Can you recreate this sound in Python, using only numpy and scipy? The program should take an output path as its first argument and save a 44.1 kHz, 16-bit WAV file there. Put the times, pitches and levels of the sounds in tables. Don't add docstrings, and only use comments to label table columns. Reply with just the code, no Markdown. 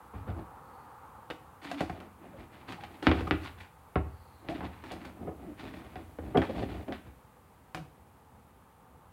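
import sys
import numpy as np
from scipy import signal
from scipy.fft import rfft, irfft
from scipy.io import wavfile
from scipy.ndimage import uniform_filter1d

SR = 44100
rng = np.random.default_rng(int(sys.argv[2]) if len(sys.argv) > 2 else 0)


def persist_wave(psi):
    counts = np.round(np.clip(psi, -1, 1) * 32767).astype(np.int16)
    wavfile.write(sys.argv[1], SR, np.atleast_2d(counts).T)


N = 402191
RING_SIZE = int(.8 * SR)
AGE, TIME = np.arange(RING_SIZE) / SR, np.arange(N) / SR

# start_s, hollow_db, pitch_hz, boom_db, clack_db, tick_db, clack_cutoff_hz
BLOWS = [(1.302, -51, 754, -71, -42, -62, 3820), (1.308, -42, 286, -69, -45.5, -67, 3670),
         (1.715, -48.5, 705, -61, -45.5, -55.5, 5000), (1.807, -31.5, 179, -45.5, -35.5, -53, 1930),
         (1.897, -37.5, 203, -46, -44.5, -64, 2040), (2.003, -60, 300, -67, -54.5, -69, 3470),
         (2.723, -49, 253, -59, -47, -61, 5000), (2.837, -53, 826, -63, -49, -65, 5000),
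         (3.027, -38, 308, -58, -44.5, -62, 5000), (3.069, -20, 270, -26, -24, -57, 3700),
         (3.115, -28, 301, -47, -32, -65, 3500), (3.208, -43, 472, -40, -43.5, -66, 2550),
         (3.275, -42, 223, -66, -50, -65, 2500), (3.31, -27, 290, -35, -29, -63, 3720),
         (3.957, -27.5, 188, -29, -32.5, -73, 1390), (4.487, -37.5, 269, -47, -43, -85, 3800),
         (4.607, -41.5, 746, -48, -45, -83, 1490), (4.839, -50, 328, -67, -49.5, -68, 2300),
         (4.918, -44, 290, -62, -51.5, -56.5, 4000), (5.051, -54, 676, -51, -51, -62.5, 5000),
         (5.957, -43, 317, -48.5, -51.5, -79, 4500), (6.187, -39.5, 290, -45.5, -50, -85, 1590),
         (6.373, -26.5, 322, -48, -37, -56.5, 4000), (6.418, -47, 272, -60, -34.5, -69, 1800),
         (6.882, -39, 390, -51, -51, -82, 1640), (6.924, -44, 756, -54, -44.5, -78, 4500),
         (7.747, -42, 160, -69, -41.5, -53, 4540), (7.774, -47, 451, -56, -52, -76, 2400)]
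# start_s, hollow_db, pitch_hz, boom_db, clack_db, length_s
PUSHES = [(0.131, -52, 239, -50, -55, 0.023), (0.264, -49, 180, -42, -48.5, 0.033),
          (1.812, -36, 318, -65, -59, 0.024), (2.687, -49.5, 261, -72, -56, 0.02),
          (4.617, -48, 312, -54, -46, 0.025), (5.262, -37, 340, -66, -51, 0.031),
          (6.342, -22.5, 328, -36.5, -33.5, 0.029), (6.366, -24.5, 297, -32, -37, 0.026),
          (6.616, -35, 184, -43, -66, 0.034)]
# start_s, length_s, start_hz, end_hz, level_db
SQUEAKS = [(1.647, 0.082, 276, 273, -43.5), (1.728, 0.072, 293, 272, -38.5), (1.715, 0.0094, 733, 666, -33),
           (1.726, 0.038, 673, 630, -50), (2.335, 0.036, 547, 556, -49.5), (2.782, 0.017, 810, 780, -46),
           (2.827, 0.029, 765, 807, -47.5), (3.024, 0.026, 299, 307, -35), (3.27, 0.012, 1260, 1113, -36.5),
           (4.493, 0.045, 630, 740, -38.5), (4.548, 0.019, 294, 292, -34.5),
           (5.474, 0.055, 324, 293, -42.5), (6.373, 0.0058, 3460, 3220, -33), (6.494, 0.018, 467, 580, -33),
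           (7.765, 0.092, 176, 136, -44.5)]
# start_s, rise_s, length_s, pipe_db, barrel_db, grit_db
SLIDES = [(0.128, 0.026, 0.11, -52.5, -42, -62), (0.265, 0.019, 0.038, -43, -33, -57.5),
          (0.34, 0.041, 0.057, -42, -41.5, -60), (1.613, 0.036, 0.039, -47.5, -69, -43),
          (1.684, 0.018, 0.035, -52, -66, -46.5), (1.766, 0.037, 0.038, -51, -56, -43),
          (1.916, 0.01, 0.14, -48, -57, -58.5), (2.177, .06, 0.17, -51, -62, -63),
          (2.352, 0.041, 0.072, -50, -48, -56.5), (2.498, 0.038, 0.2, -56.5, -61, -57.5),
          (2.673, 0.019, 0.04, -47.5, -51, -45.5), (2.793, .015, .06, -53.5, -53, -54.5),
          (2.879, 0.037, 0.12, -54, -60, -58.5), (3.02, 0.012, 0.074, -49, -62, -44.5),
          (3.129, .02, 0.091, -39, -47, -47.5), (3.224, 0.046, 0.04, -41, -43, -53),
          (3.398, 0.058, 0.053, -49, -47, -43.5), (3.563, 0.056, 0.032, -61, -62, -51),
          (3.602, 0.0068, 0.0075, -59, -56, -49), (4.399, 0.086, .09, -49, -54, -60.5),
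          (4.487, 0.013, 0.022, -43, -47, -44), (4.545, 0.023, 0.052, -46, -50, -54),
          (4.606, 0.052, 0.04, -39.5, -44, -49), (4.687, 0.044, 0.22, -59, -55, -58.5),
          (4.845, 0.015, .05, -52, -56, -50.5), (4.907, 0.0089, .045, -43, -52, -50.5),
          (4.987, 0.036, 0.11, -46.5, -63, -54.5), (5.127, 0.039, .09, -52.5, -60, -68),
          (5.19, 0.028, 0.13, -42.5, -47.5, -65), (5.366, 0.059, .16, -46.5, -53, -63),
          (5.566, 0.037, 0.033, -58, -60, -50), (5.591, .006, .025, -50, -60, -52),
          (5.623, 0.014, 0.071, -44, -47.5, -52), (5.714, .03, 0.082, -46, -51, -52),
          (5.827, 0.025, 0.14, -52, -54, -59), (5.958, .01, 0.064, -49.5, -58, -58.5),
          (6.043, .05, 0.17, -58, -54, -77), (6.206, 0.045, 0.14, -44, -44, -59.5),
          (6.413, 0.012, 0.039, -43, -51, -47), (6.486, .012, 0.025, -38.5, -47, -50.5),
          (6.528, 0.048, 0.11, -36, -39, -47.5), (6.673, 0.026, 0.14, -41.5, -40.5, -52.5),
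          (6.869, 0.018, 0.041, -37.5, -58, -58), (6.92, .006, 0.026, -57, -61, -50.5),
          (7.038, .03, 0.044, -54.5, -48, -61.5)]
# start_s, length_s, start_hz, end_hz, level_db
HAND_SLIPS = [(.5, .55, 4450, 4400, -81), (4.05, .48, 4600, 4000, -75)]
# pitch_hz, level_db, ring_s (time to fade by 60 dB)
HOLLOW_TONES = [(155.5, -5.5, 0.2), (178.2, -4.5, 0.23), (264.7, -2, 0.19), (292.6, -1, 0.21),
                (324.2, 1, 0.19), (388.9, -2.5, 0.27), (484, 5, 0.074), (540.4, 2, 0.099),
                (572, -6.5, 0.18), (670, 2.5, 0.055), (743.5, 6, 0.13), (843, -12, 0.3), (840, -1.5, 0.054)]
# pitch_hz, level_db, ring_s
BARREL_TONES = [(59, -3.5, 0.42), (73.5, 0.5, 0.49), (87.5, 0, 0.82), (104.3, -2, 0.41), (127.9, -4.5, 0.6),
                (862, -18, 0.63), (1290, -15.5, .55), (1380, -18, .4)]
# pitch_hz, width_hz, level_db
PIPE_AIR_TONES = [(178, 45, -4), (280, 40, 0), (325, 35, 0), (400, 80, -9), (545, 110, -11),
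                  (740, 110, -10)]
# pitch_hz, width_hz, level_db
PIPE_WALL_TONES = [(1810, 39, 2), (2443, 54, -7.5), (3280, 67, 3.5)]
# pitch_hz, level_db
SHELL_SPECTRUM = [(200, -7), (700, 1.5), (1000, 1), (1500, 3), (2100, 0.5), (3000, -1), (4000, -7.5),
                  (4900, -15), (6000, -40)]
# pitch_hz, level_db
TICK_SPECTRUM = [(1500, -6), (4500, 2), (6000, -4), (9000, -7), (12000, -12), (16000, -19)]
# pitch_hz, level_db
GRIT_SPECTRUM = [(650, -6), (850, 5.5), (1100, 2.5), (1700, 0.5), (2400, 1), (3400, -3), (4600, -10),
                 (6000, -31)]
# delay_s, level_db
WALL_ECHOES = [(.0046, -21), (0.0112, -19), (.027, -22.5), (.043, -24)]
# nearest_s, level_db, fade_s (time to fall by 3 dB; the sign does not matter)
PASSING_CARS = [(.72, -51.5, .5), (4.6, -63.5, 1.8), (9.3, -64.5, -0.6)]
# pitch_hz, level_db
TYRE_SPECTRUM = [(180, -31.5), (300, -14.5), (385, -21), (499, -8.5), (676, -21.5), (754, -4), (906, -2),
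                 (988, -6), (1240, -5), (1440, -13.5), (4000, -57), (5200, -84), (8800, -120)]
# pitch_hz, level_db
RUMBLE_SPECTRUM = [(15, -58), (25, -17), (70, 0.5), (181, -7.5), (267, -8.5), (303, -15), (501, -11.5),
                   (552, -17), (700, -14.5), (910, -42), (1540, -120)]
# pitch_hz, level_db
HISS_SPECTRUM = [(1500, 11.5), (3000, 3), (5500, -5.5), (9500, -0.5), (12000, -1), (16000, -2)]
# time_s, level_db
HISS_LEVELS = [(0.0, -72), (2.64, -73), (3.38, -67.5), (3.68, -73), (6.81, -70), (7.24, -74), (9.12, -75.5)]

GRIP_UNTIL_S, GRIP_DAMPING_PER_S, FREE_DAMPING_PER_S = 2.0, 31, 1.9
LIGHT_TOUCH_DB, FIRM_TOUCH_DB = -68.5, -49.5


def knocks():
    out, pitches = np.zeros(N), np.array(BLOWS)[:, 2]
    hollow = soften(struck(HOLLOW_TONES, pitches, focus_db=10, spread_db=5.5), cut_hz=830)
    boom = soften(struck(BARREL_TONES, pitches, focus_db=0, spread_db=1.5), cut_hz=600)
    clack = shell_rings(len(BLOWS), mid_ring_s=.115, ring_spread=.9, crack=.33)
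    clack = soften(clack, cut_hz=6200, order=4)
    for k, (start_s, hollow_db, _, boom_db, clack_db, tick_db, cutoff_hz) in enumerate(BLOWS):
        grip = np.exp(-AGE * (GRIP_DAMPING_PER_S if start_s < GRIP_UNTIL_S else FREE_DAMPING_PER_S))
        blow = burst_at(hollow_db, hollow[k] * grip)
        blow += burst_at(boom_db, boom[k])
        blow += burst_at(clack_db, soften(clack[k] * grip, cutoff_hz))
        blow += burst_at(tick_db, edge_tick(snap_s=.0037, tail_s=.04, tail_db=-8.5))
        add(out, start_s, blow)
    return out


def struck(tones, pitches, focus_db, spread_db):
    hz, db, ring_s = np.transpose(tones)
    octaves_off = np.minimum(np.abs(np.log2(hz / pitches[:, None])), 1)
    weights = from_db(db - focus_db * octaves_off + spread_db * rng.standard_normal(octaves_off.shape))
    signs = (-1) ** (np.arange(len(hz)) // 2)
    return (weights * signs) @ fading_tones(hz, ring_s)


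def shell_rings(hits, mid_ring_s, ring_spread, crack, tones=480):
    hz = np.linspace(SHELL_SPECTRUM[0][0], SHELL_SPECTRUM[-1][0], tones) + rng.uniform(-6, 6, tones)
    stretch = np.exp(ring_spread * rng.uniform(-1, 1, tones))
    ring_s = mid_ring_s * (hz / 1500) ** -.4 * stretch
    gains = from_db(level_at(SHELL_SPECTRUM, hz)) / np.sqrt(stretch)
    weights = (crack + rng.standard_normal((hits, tones))) * gains
    return weights.astype("f4") @ fading_tones(hz, ring_s)


def edge_tick(snap_s, tail_s, tail_db):
    fade = np.exp(-AGE / snap_s) + from_db(tail_db) * np.exp(-AGE / tail_s)
    return colour(rng.standard_normal(RING_SIZE) * fade, TICK_SPECTRUM)


def shoves():
    out, pitches = np.zeros(N), np.array(PUSHES)[:, 2]
    hollow = soften(struck(HOLLOW_TONES, pitches, focus_db=4, spread_db=1.5), cut_hz=600)
    boom = soften(struck(BARREL_TONES, pitches, focus_db=-1, spread_db=-3.5), cut_hz=560, order=4)
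    clack = soften(shell_rings(len(PUSHES), mid_ring_s=.28, ring_spread=.27, crack=0), cut_hz=840)
    grip = np.exp(-AGE / .052)
    for k, (start_s, hollow_db, _, boom_db, clack_db, length_s) in enumerate(PUSHES):
        swell = np.sin(np.pi * np.minimum(AGE / length_s, 1))
        slips = swell * rng.standard_normal(RING_SIZE)
        slips *= rng.random(RING_SIZE) < 1500 / SR
        for ring, db in ((hollow[k], hollow_db), (boom[k], boom_db), (clack[k], clack_db)):
            judder = signal.fftconvolve(slips, ring * grip)[:RING_SIZE]
            add(out, start_s, burst_at(db, judder))
    return out


def squeaks():
    out = np.zeros(N)
    for start_s, length_s, start_hz, end_hz, db in SQUEAKS:
        progress = np.minimum(AGE / length_s, 1)
        waver = rms_one(soften(rng.standard_normal(RING_SIZE), cut_hz=150))
        pitch_hz = (start_hz + (end_hz - start_hz) * progress) * (1 + .054 * waver)
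        phase = 2 * np.pi * np.cumsum(pitch_hz) / SR
        note = np.sin(phase) + from_db(-33) * np.sin(2 * phase)
        swell = np.abs(np.sin(np.pi * progress)) ** .4 * (progress < 1)
        add(out, start_s, from_db(db) * np.sqrt(2) * swell * note)
    return out


def scrapes():
    powers = np.zeros((3, N))
    for start_s, rise_s, length_s, *levels in SLIDES:
        for power, db in zip(powers, levels):
            add(power, start_s, (from_db(db) * pressure(rise_s, length_s)) ** 2)
    pipe_gain, barrel_gain, grit_gain = np.sqrt(powers)
    slips = friction(per_s=1100, size_db=2.5, clump_db=3.0)
    pipe = steady(soften(resonate(slips, PIPE_AIR_TONES), cut_hz=920), window_s=.024)
    barrel = resonate(slips, [(hz, 22, db) for hz, db, _ in BARREL_TONES])
    barrel = steady(soften(barrel, cut_hz=390, order=4), window_s=.058)
    return pipe_gain * pipe + barrel_gain * barrel + rasp(slips, grit_gain)


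def rasp(slips, gain):
    surface = rms_one(colour(slips, GRIT_SPECTRUM))
    surface += from_db(-13.5) * rms_one(resonate(slips, PIPE_WALL_TONES))
    bright = steady(soften(surface, cut_hz=7900, order=4), window_s=.11)
    brushing = colour(friction(per_s=1500, size_db=2.0, clump_db=.8), GRIT_SPECTRUM)
    dull = steady(soften(brushing, cut_hz=2400, order=4), window_s=.066)
    sheen = from_db(-16) * rms_one(colour(rng.standard_normal(N), TICK_SPECTRUM))
    firmness = np.interp(20 * np.log10(gain + 1e-9), [LIGHT_TOUCH_DB, FIRM_TOUCH_DB], [0, 1])
    return gain * (np.sqrt(firmness) * (bright + sheen) + np.sqrt(1 - firmness) * dull)


def pressure(rise_s, length_s, sag_db_per_s=35.5, release_db_per_s=203):
    sag_db = sag_db_per_s * np.maximum(AGE - rise_s, 0)
    release_db = release_db_per_s * np.maximum(AGE - length_s, 0)
    return np.minimum(AGE / rise_s, 1) * from_db(-sag_db - release_db)


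def friction(per_s, size_db, clump_db):
    sizes = from_db(size_db * np.minimum(rng.exponential(1, N), 4)) * rng.choice([-1, 1], N)
    slipping = rng.random(N) < per_s / SR
    return sizes * slipping * from_db(clump_db * drift(rate_hz=27))


def swishes(width_hz):
    out = np.zeros(N)
    for start_s, length_s, start_hz, end_hz, db in HAND_SLIPS:
        progress = np.minimum(AGE / length_s, 1)
        tone = np.sin(2 * np.pi * np.cumsum(start_hz + (end_hz - start_hz) * progress) / SR)
        band = rms_one(tone * soften(rng.standard_normal(RING_SIZE), cut_hz=width_hz / 2))
        add(out, start_s, from_db(db) * np.sin(np.pi * progress) * band)
    return out


def echoes(x, cut_hz, tail_db, ring_s):
    dull = soften(x, cut_hz, order=1)
    fade = np.exp(-np.log(1000) * AGE / ring_s) * np.minimum(AGE / .0053, 1)
    scatter = rng.standard_normal(RING_SIZE) * fade
    out = from_db(tail_db) * signal.oaconvolve(dull, scatter / np.linalg.norm(scatter))[:N]
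    for delay_s, db in WALL_ECHOES:
        add(out, delay_s, from_db(db) * dull)
    return out


def traffic(car_noise, road_noise):
    power = sum(from_db(db) ** 2 / (1 + ((TIME - nearest_s) / fade_s) ** 2)
                for nearest_s, db, fade_s in PASSING_CARS)
    cars = np.sqrt(power) * rms_one(colour(car_noise, TYRE_SPECTRUM))
    roads = from_db(-66.5) * rms_one(soften(colour(road_noise, TYRE_SPECTRUM), cut_hz=910))
    return (cars + roads) * from_db(.8 * drift(rate_hz=10))


def garden():
    car_noise, rumble_noise, hiss_noise, road_noise = rng.standard_normal((4, N))
    hum = traffic(car_noise, road_noise)
    rumble = from_db(-60 + 1.13 * drift(rate_hz=4)) * rms_one(colour(rumble_noise, RUMBLE_SPECTRUM))
    hiss = colour(hiss_noise, HISS_SPECTRUM)
    treble = signal.sosfilt(signal.butter(4, 7700, "high", fs=SR, output="sos"), hiss)
    treble_db = np.interp(TIME, *np.transpose(HISS_LEVELS))
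    return hum + rumble + from_db(treble_db) * hiss / np.std(treble)


def from_db(db):
    return 10 ** (np.asarray(db) / 20)


def rms_one(x):
    return x / np.sqrt(np.mean(x ** 2) + 1e-20)


def burst_at(db, x):
    peak_power = uniform_filter1d(x ** 2, size=1323, mode="constant").max()
    return from_db(db) * x / np.sqrt(peak_power + 1e-20)


def steady(x, window_s):
    return x / np.sqrt(np.abs(uniform_filter1d(x ** 2, size=int(window_s * SR))) + 1e-12)


def level_at(spectrum, hz):
    pitches, db = np.transpose(spectrum)
    return np.interp(np.log(hz), np.log(pitches), db)


def add(track, start_s, sound):
    start = round(start_s * SR)
    track[start:start + len(sound)] += sound[:N - start]


def soften(x, cut_hz, order=2):
    return signal.sosfilt(signal.butter(order, cut_hz, fs=SR, output="sos"), x + 1e-18)


def colour(x, spectrum, size=8192):
    hz = np.maximum(np.arange(size // 2 + 1) * SR / size, 1)
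    octaves_out = np.abs(np.log2(hz / np.clip(hz, spectrum[0][0], spectrum[-1][0])))
    gains = from_db(level_at(spectrum, hz) - 30 * np.minimum(octaves_out, 2))
    cepstrum = irfft(np.log(gains))
    cepstrum[1:size // 2] *= 2
    cepstrum[size // 2 + 1:] = 0
    return signal.oaconvolve(x, irfft(np.exp(rfft(cepstrum))))[:len(x)]


def drift(rate_hz):
    r = np.exp(-80 * np.pi * rate_hz / SR)
    noise = rng.standard_normal(N // 40 + 2002)
    slow = signal.lfilter([1], [1, -2 * r, r * r], noise)[2000:]
    return np.interp(np.arange(N) / 40, np.arange(len(slow)), rms_one(slow))


def resonate(x, tones):
    out = 0
    for k, (hz, width_hz, db) in enumerate(tones):
        r = np.exp(-np.pi * width_hz / SR)
        poles = [1, -2 * r * np.cos(2 * np.pi * hz / SR), r * r]
        ring = signal.lfilter([(1 - r * r) / 2, 0, (r * r - 1) / 2], poles, x)
        out = out + (-1) ** k * from_db(db) * ring
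    return out


def fading_tones(hz, ring_s):
    age = AGE.astype("f4")
    phase = np.outer((2 * np.pi * hz).astype("f4"), age)
    decay = np.outer((np.log(1000) / ring_s).astype("f4"), age)
    return np.sin(phase) * np.exp(-np.minimum(decay, 20))


def scene():
    plastic = knocks() + shoves() + squeaks() + scrapes() + swishes(width_hz=520)
    return (plastic + echoes(plastic, cut_hz=14700, tail_db=-10.5, ring_s=.41) + garden())[None]


def record(dry):
    thin = signal.sosfilt(signal.butter(6, 46, "high", fs=SR, output="sos"), dry)
    return signal.sosfilt(signal.ellip(12, .1, 70, 15900, fs=SR, output="sos"), thin)


dry = scene()
out = record(dry)
persist_wave(out)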